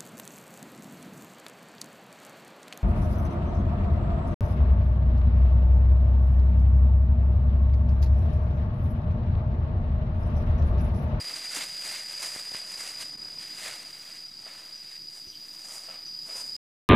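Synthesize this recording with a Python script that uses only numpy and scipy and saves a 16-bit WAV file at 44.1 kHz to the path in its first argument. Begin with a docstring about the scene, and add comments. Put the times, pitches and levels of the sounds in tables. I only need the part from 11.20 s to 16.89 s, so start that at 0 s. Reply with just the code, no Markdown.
"""An open yard: crickets trill near 4.9 kHz, one singer close and a far chorus that throbs.
Close by, hands fill and lift a thin plastic bag: noise bursts crinkle, with short ticks and a creak.
Damped modes make soft knocks of fruit, narrow noise makes faint chirps; hiss, rumble and a whine lie below.
The sound dips once, briefly, and is cut off before the end."""
import sys
import numpy as np
from scipy import signal
from scipy.fft import rfft, irfft, next_fast_len
from scipy.io import wavfile

SR = 44100
rng = np.random.default_rng(int(sys.argv[2]) if len(sys.argv) > 2 else 0)


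def magnitude_from_level(level_db):
    """Linear magnitude for a level in decibels (20 dB per decade)."""
    exponent = np.asarray(level_db, float) / 20
    return 10 ** exponent


def dump_mix(stems):
    """Bounce the given channels to the path in sys.argv[1] as a 16-bit WAV at rate SR."""
    frames = np.atleast_2d(stems).T  # one column per channel
    limited = np.clip(frames, -1, 1)  # hard clip at full scale
    pcm = np.round(limited * 32767).astype(np.int16)
    wavfile.write(sys.argv[1], SR, pcm)


N = 250917

# pitch of the near singer: (time [s], strongest line [Hz], stroke lead [turns])
NEAR_PITCH = [(0, 4917, 0), (1, 4926, 0), (2, 4929.5, 0), (2.8, 4933.5, 0), (4, 4938.5, .3),
              (5, 4945.5, .36), (5.4, 4948, .36)]
CYCLES_PER_STROKE = 135
# lines of the near trill, one wing-stroke rate apart: (lines above the strongest [count], level [dB])
NEAR_LINES = [(-6, -17), (-5, -16), (-4, -14), (-3, -9), (-2, 0), (-1, -9), (0, 0), (1, -3), (2, -10),
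              (3, -18)]
# weak wing modes: (centre [Hz], width [Hz], level [dB])
NEAR_SIDE_BANDS = [(3896, 250, -65), (5755, 240, -64.5)]
# near singer as the wind carries it: (time [s], strongest line [dB], shift of the lower lines [dB])
NEAR_LEVEL = [(0, -50, 4), (.3, -46, 3), (1.5, -47, 0), (1.9, -46, -8), (2.4, -48, -7), (2.8, -53, -2),
              (4.6, -53, -2), (4.9, -45.5, -3), (5.4, -44, 0)]

# spectrum of the far wings: (frequency [Hz], density [dB per Hz])
WING = [(4300, -34), (4470, -20), (4540, -10), (4610, -6), (4660, -7), (4740, -4), (4830, 0), (4960, 1),
        (5000, -4), (5040, -11), (5090, -18), (5200, -34)]
# far chorus: (time [s], level [dB])
CHORUS_LEVEL = [(0, -39), (.5, -42.5), (1, -41), (1.5, -42.5), (2, -45.5), (2.5, -45.5), (3, -45.5),
                (3.5, -45.5), (4, -45), (4.5, -46), (5, -43), (5.4, -41)]
# beats of the throb: (time [s], phase [turns], depth [0-1])
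THROB = [(0, -.27, .1), (.8, 11.17, .12), (1.7, 24.05, .32), (2.7, 38.35, .2), (3.1, 44.75, .1),
         (3.6, 51.9, .35), (4.2, 60.5, .25), (5.4, 77.6, .15)]

# spectra of the bright, dull and middle parts of the bag: (frequency [Hz], density [dB per Hz])
BRIGHT = [(4000, -26), (5200, -3.5), (7700, -2), (9700, -4), (11500, -12.5), (13500, -16.5), (16000, -28.5)]
DULL = [(150, -13.5), (300, -9), (630, 1.5), (900, -1.5), (1300, -1), (1800, -16)]
MIDDLE = [(1000, -43), (1500, -8), (1850, -2), (2080, 0.5), (2350, -3), (2700, -2), (3100, -5),
          (3600, -4.5), (4600, -3.5), (5600, -38.5)]
# hands crumple the bag:
# (peak time [s], bright peak [dB], rise [s per 10 dB], fall [s per 10 dB], middle part against bright [dB])
CRUMPLES = [(0.17, -45.3, 0.237, 0.335, -1.0), (0.369, -34.2, 0.041, 0.03, -2.1),
            (0.422, -39.9, 0.037, 0.076, -2.6), (0.649, -41.1, 0.03, 0.151, -3.7),
            (0.784, -45.1, 0.3, 0.07, 1.0), (0.903, -46.8, 0.038, 0.495, -1.6),
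            (1.034, -38.4, 0.025, 0.076, -3.7), (1.155, -44.4, 0.034, 0.09, -2.4),
            (1.371, -44, 0.05, 0.045, -1.3), (1.529, -46.0, 0.092, 0.052, -3.6),
            (1.607, -40.4, 0.029, 0.058, -3.2), (1.685, -44.1, 0.056, 0.057, -1.6),
            (1.814, -42.9, 0.05, 0.045, -1.5), (2.212, -50.4, 0.021, 0.102, 1.7),
            (2.457, -41.4, 0.095, 0.124, -0.4), (2.955, -54.9, 0.26, 0.09, 0.9),
            (3.745, -56.5, 0.188, 0.042, 1.2), (3.97, -50.5, 0.051, 0.044, -8.1),
            (4.473, -53.8, 0.024, 0.257, -5.8), (4.559, -46.2, 0.151, 0.065, -9.1),
            (5.082, -50.0, 0.056, 0.133, -12), (5.169, -43.8, 0.03, 0.1, -9.1), (5.36, -55, 0.03, 0.05, -7)]
CRUMPLE_DULL_DB = -11.3  # against the bright part
# film sliding between the crumples, with one more crumple at 3.28 s: (time [s], bright level [dB])
SLIDE = [(0.0, -49.5), (0.63, -63.2), (1.33, -55), (1.87, -56.7), (2.77, -57.9), (3.15, -61.7), (3.28, -54),
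         (3.83, -66.7), (4.2, -65.8), (4.37, -61.2), (4.73, -56.8), (4.8, -67.6), (5.34, -70.0)]
SLIDE_DULL_DB, SLIDE_MIDDLE_DB = -5.5, -.5  # against the bright part
# a load settles in the bag: (time [s], dull peak [dB], middle peak [dB], fall [s per 10 dB])
LOADS = [(.1, -52, -51, .06), (.409, -51, -41, .03), (.655, -54, -52, .07), (1.352, -56, -46, .04),
         (2.463, -49, -46, .1), (3.265, -60, -54, .19), (4.693, -56, -54, .17), (5.094, -56.5, -53, .16)]
LOAD_RISE_S = .013  # per 10 dB
ROUNDING = .16  # bluntness of a peak, in rise or fall times

# knocks: (time [s], rough peak [dB], pitch [Hz], fall of the ring by 60 dB [s])
KNOCKS = [(0.369, -37.5, 282, 0.11), (2.469, -47, 640, 0.073), (2.893, -47.5, 637, 0.067),
          (3.264, -41, 647, 0.064), (4.07, -48, 96, 0.093), (4.684, -40, 650, 0.1), (5.089, -41, 646, 0.08),
          (5.154, -42, 530, 0.08)]
# sharp ticks: (time [s], rough peak [dB], snap width [s], length of the rebound [s])
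TICKS = [(.3698, -28, .00015, .001), (.748, -28, .00007, .00015), (1.1621, -31, .0003, .0025),
         (1.318, -38, .0003, .002), (1.3475, -26, .00014, .0025), (1.762, -33, .00005, .00015),
         (2.0855, -37, .00006, .0002), (2.2515, -41, .00008, .0002)]
# a run of small slips: (start [s], end [s], rate [slips per s], typical level [dB])
CREAK = (1.94, 2.18, 69, -44)
# faint chirps: (time [s], rough peak [dB], pitch [Hz], length scale of the fade [s])
CHIRPS = [(3.5473, -43, 5820, 0.049), (4.0744, -42, 5830, 0.06), (4.1195, -44, 3120, 0.055),
          (4.8554, -38.5, 5830, 0.06)]

# yard and microphone hiss: (frequency [Hz], density [dB per Hz])
AIR = [(100, -32), (310, -4), (460, -13), (1400, -14), (3100, -7), (5500, -10), (6800, -10), (10000, -13.5),
       (15500, -14), (17000, -32.5)]
AIR_DB = -58
# far traffic or wind: (frequency [Hz], density [dB per Hz])
RUMBLE = [(25, -14.5), (60, -4.5), (100, -4), (170, 2.5), (240, -3), (320, 0.5), (400, -10.5), (520, -25)]
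# swell of the rumble: (time [s], level [dB])
RUMBLE_LEVEL = [(0.0, -61.5), (1.42, -65.5), (1.97, -59), (2.82, -65), (3.37, -64.5), (3.94, -65.5),
                (4.29, -64.5), (4.52, -64), (5.15, -65)]
WHINE_HZ, WHINE_DB = 12897, -83.5

SIDE_ONSET_DB = -40.5  # bright bag level at which the side signal is at half gain
SIDE_DB = -17.5  # full gain of the side signal
EDGE_HZ = 15560  # top of the band
DIP_S, DIP_HALF_WIDTH_S, DIP_GAIN = 1.9685, .009, .12
CUT_S = 5.3652


def evened(x):
    """Scales to rms 1."""
    return x / np.sqrt(np.mean(x ** 2) + 1e-20)


def curve(rows):
    """Columns of a table, joined by straight lines in time."""
    s, *columns = np.transpose(rows)
    return [np.interp(np.arange(N) / SR, s, c) for c in columns]


def colour(x, points, lag=0):
    """Filters by a spectrum to rms 1, with an optional delay in seconds per Hz below 5 kHz."""
    size = next_fast_len(N)
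    hz = np.fft.rfftfreq(size, 1 / SR)
    f, db = np.transpose(points)
    shape = magnitude_from_level(np.interp(np.log(hz + 1), np.log(f + 1), db, left=-90, right=-90))
    turn = np.exp(1j * np.pi * lag * (hz - 5000) ** 2)  # lower frequencies arrive later
    return evened(irfft(rfft(x, size) * shape * turn, size)[:N])


def wander(per_s):
    """Slow random drift of rms 1, through per_s random points a second."""
    knots = rng.standard_normal(int(per_s * N / SR) + 2)
    smooth = signal.resample(knots, 16 * len(knots))
    return evened(np.interp(np.linspace(0, 1, N), np.linspace(0, 1, len(smooth)), smooth))


def band(hz, width):
    """Noise through one resonance twice, to rms 1."""
    b, a = signal.iirpeak(hz, hz / width, SR)
    once = signal.lfilter(b, a, rng.standard_normal(N))
    return evened(signal.lfilter(b, a, once))


def add(mix, s, sound):
    """Mixes a sound in at a time."""
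    part = mix[round(s * SR):][:len(sound)]
    part += sound[:len(part)]


def near_cricket():
    """Regular wing strokes make a comb of lines; the pitch falls within each stroke."""
    hz, lead = curve(NEAR_PITCH)
    top_db, lower_db = curve(NEAR_LEVEL)
    turns = np.cumsum(hz) / SR
    strokes = turns / CYCLES_PER_STROKE + lead
    song = 0
    for k, db in NEAR_LINES:
        fall = .093 * k ** 2  # phase in turns that staggers the lines into a falling pitch
        flutter = magnitude_from_level(db + (k < 0) * lower_db + 1.5 * wander(4))  # moving air and echoes shift each line
        phase = turns + k * strokes + fall + .03 * wander(6)
        song = song + flutter * np.cos(2 * np.pi * phase)
    beat = 1 + .45 * np.cos(2 * np.pi * (strokes + .1))
    sides = sum(magnitude_from_level(db) * beat * band(hz, width) for hz, width, db in NEAR_SIDE_BANDS)
    return magnitude_from_level(top_db) * np.sqrt(2) * song + sides


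def far_crickets(count=16):
    """Many singers, each at its own nearly even stroke rate, ring the same kind of wing."""
    strokes = np.zeros(N)
    for per_s, start, size in rng.uniform((30, 0, .6), (75, 1, 1), (count, 3)):
        turns = start + np.cumsum(per_s * (1 + .0008 * wander(2))) / SR
        strokes[1:] += size * np.diff(np.floor(turns))  # one click per whole turn
    return colour(strokes, WING, lag=4e-5)


def crickets():
    """The near trill over the chorus, whose level throbs."""
    turns, depth = curve(THROB)
    throb = 1 + depth * np.cos(2 * np.pi * turns)
    chorus = magnitude_from_level(curve(CHORUS_LEVEL)[0]) * far_crickets() * throb
    return chorus + near_cricket()


def swell(s, db, rise, fall):
    """Power per millisecond that climbs to a blunt peak and dies away, both evenly in dB."""
    t = np.arange(0, N / SR, .001) - s
    away = np.where(t < 0, -t / rise, t / fall)
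    return magnitude_from_level(2 * (db - 10 * (np.hypot(away, ROUNDING) - ROUNDING)))


def handling():
    """Gains of the bright, dull and middle bag parts: powers of slide, crumples and loads add up."""
    ms = np.arange(0, N / SR, .001)
    bright = magnitude_from_level(2 * np.interp(ms, *np.transpose(SLIDE)))
    dull = bright * magnitude_from_level(2 * SLIDE_DULL_DB)
    middle = bright * magnitude_from_level(2 * SLIDE_MIDDLE_DB)
    for s, db, rise, fall, middle_db in CRUMPLES:
        power = swell(s, db, rise, fall)
        bright = bright + power
        dull = dull + power * magnitude_from_level(2 * CRUMPLE_DULL_DB)
        middle = middle + power * magnitude_from_level(2 * middle_db)
    for s, dull_db, middle_db, fall in LOADS:
        dull = dull + swell(s, dull_db, LOAD_RISE_S, fall)
        middle = middle + swell(s, middle_db, LOAD_RISE_S, fall)
    return curve(np.transpose([ms, *np.sqrt([bright, dull, middle])]))


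def bag(bright, dull, middle):
    """Creases snap in clumps over a hiss of sliding film; three parts of the sheet sound."""
    snaps_per_s = 900 * magnitude_from_level(2.0 * wander(80))
    sizes = magnitude_from_level(2.9 * np.minimum(rng.exponential(1, N), 4))
    snaps = sizes * (rng.random(N) < snaps_per_s / SR)
    tail = np.exp(-np.arange(400) / (0.0014 * SR))
    crackle = .6 * evened(signal.oaconvolve(snaps, tail)[:N])
    hiss = magnitude_from_level(.5 * wander(60))
    film = (crackle + hiss) * rng.standard_normal(N)
    return bright * colour(film, BRIGHT) + dull * colour(film, DULL) + middle * colour(film, MIDDLE)


def knocks():
    """The damped ring of a fruit or crate: a close pair of modes and an overtone, with a rough tail."""
    out, t = np.zeros(N), np.arange(6000) / SR
    for s, db, hz, t60 in KNOCKS:
        turn = 2 * np.pi * hz * t
        ring = np.sin(turn) + .6 * np.sin(.84 * turn) + 0.33 * np.sin(1.7 * turn)
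        rough = .25 * band(2.0 * hz, hz / 3) + .3 * band(4 * hz, 2 * hz)
        tail = rough[:len(t)] * magnitude_from_level(-22 * t / t60)
        onset = np.minimum(t / .002, 1)
        add(out, s, magnitude_from_level(db - 4) * (magnitude_from_level(-60 * t / t60) * ring + tail) * onset)
    return out


def tick(width, rebound):
    """A sharp inward snap and a slower rebound that cancels its push."""
    t = np.arange(-30, 600) / SR
    snap = np.exp(-(t / width) ** 2)
    back = (t > width) * np.exp(-np.maximum(t, 0) / rebound) * np.cos((t - width) / rebound)
    return back * snap.sum() / back.sum() - snap


def ticks():
    """Single ticks, and one creak of uneven slips."""
    out = np.zeros(N)
    for s, db, width, rebound in TICKS:
        add(out, s - 30 / SR, magnitude_from_level(db) * tick(width, rebound))  # the snap peaks 30 samples in
    start, end, per_s, db = CREAK
    slips = np.arange(start, end, 1 / per_s)
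    for s, (late, size) in zip(slips, rng.standard_normal((len(slips), 2))):
        add(out, s + .001 * late, magnitude_from_level(db + 2.5 * size) * tick(.00015, .0015))
    return out


def chirps():
    """Short husky chirps from far off: narrow noise with a fading tail."""
    out = np.zeros(N)
    for s, db, hz, length in CHIRPS:
        t = np.arange(round(3 * length * SR)) / SR
        shape = np.minimum(t / 0.0072, 1) * np.exp(-(t / length) ** 2)
        add(out, s, magnitude_from_level(db - 11) * shape * band(hz, 420)[:len(t)])
    return out


def hiss():
    """Smooth coloured noise with a slight swell."""
    return colour(rng.standard_normal(N), AIR) * magnitude_from_level(AIR_DB + 1.6 * wander(4))


def rumble():
    """Low coloured noise with a lumpy level."""
    return colour(rng.standard_normal(N), RUMBLE) * magnitude_from_level(curve(RUMBLE_LEVEL)[0] + 1.5 * wander(12))


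def whine():
    """One thin high tone: noise in a band a few Hz wide."""
    return magnitude_from_level(WHINE_DB) * band(WHINE_HZ, 8)


def scene():
    """Nearly mono: a faint delayed copy of the whole mix differs between the channels at loud bag moments."""
    hands = handling()
    background = hiss() + rumble() + whine()
    mid = crickets() + bag(*hands) + knocks() + ticks() + chirps() + background
    side_share = 1 / (1 + (magnitude_from_level(SIDE_ONSET_DB) / hands[0]) ** 1.93)
    side = magnitude_from_level(SIDE_DB) * side_share * (np.roll(mid, 400) - .4 * mid)  # 400 samples: a 9 ms delay
    return np.array([mid + side, mid - side])


def band_limit(x):
    """A steep low-pass at the top of the band."""
    return signal.sosfilt(signal.butter(12, 16170, fs=SR, output="sos"), x)


def record(dry):
    """A band limit, a small constant offset, one brief dip and the cut to silence."""
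    t = np.arange(N) / SR
    low_pass = signal.firwin(511, EDGE_HZ, window=("kaiser", 9), fs=SR)
    limited = signal.oaconvolve(dry, low_pass[None], "same")
    dip = np.clip(abs(t - DIP_S) / DIP_HALF_WIDTH_S, DIP_GAIN, 1)
    finished = (limited + .00075) * dip * (t < CUT_S)
    return band_limit(finished)


dry = scene()
out = record(dry)
dump_mix(out)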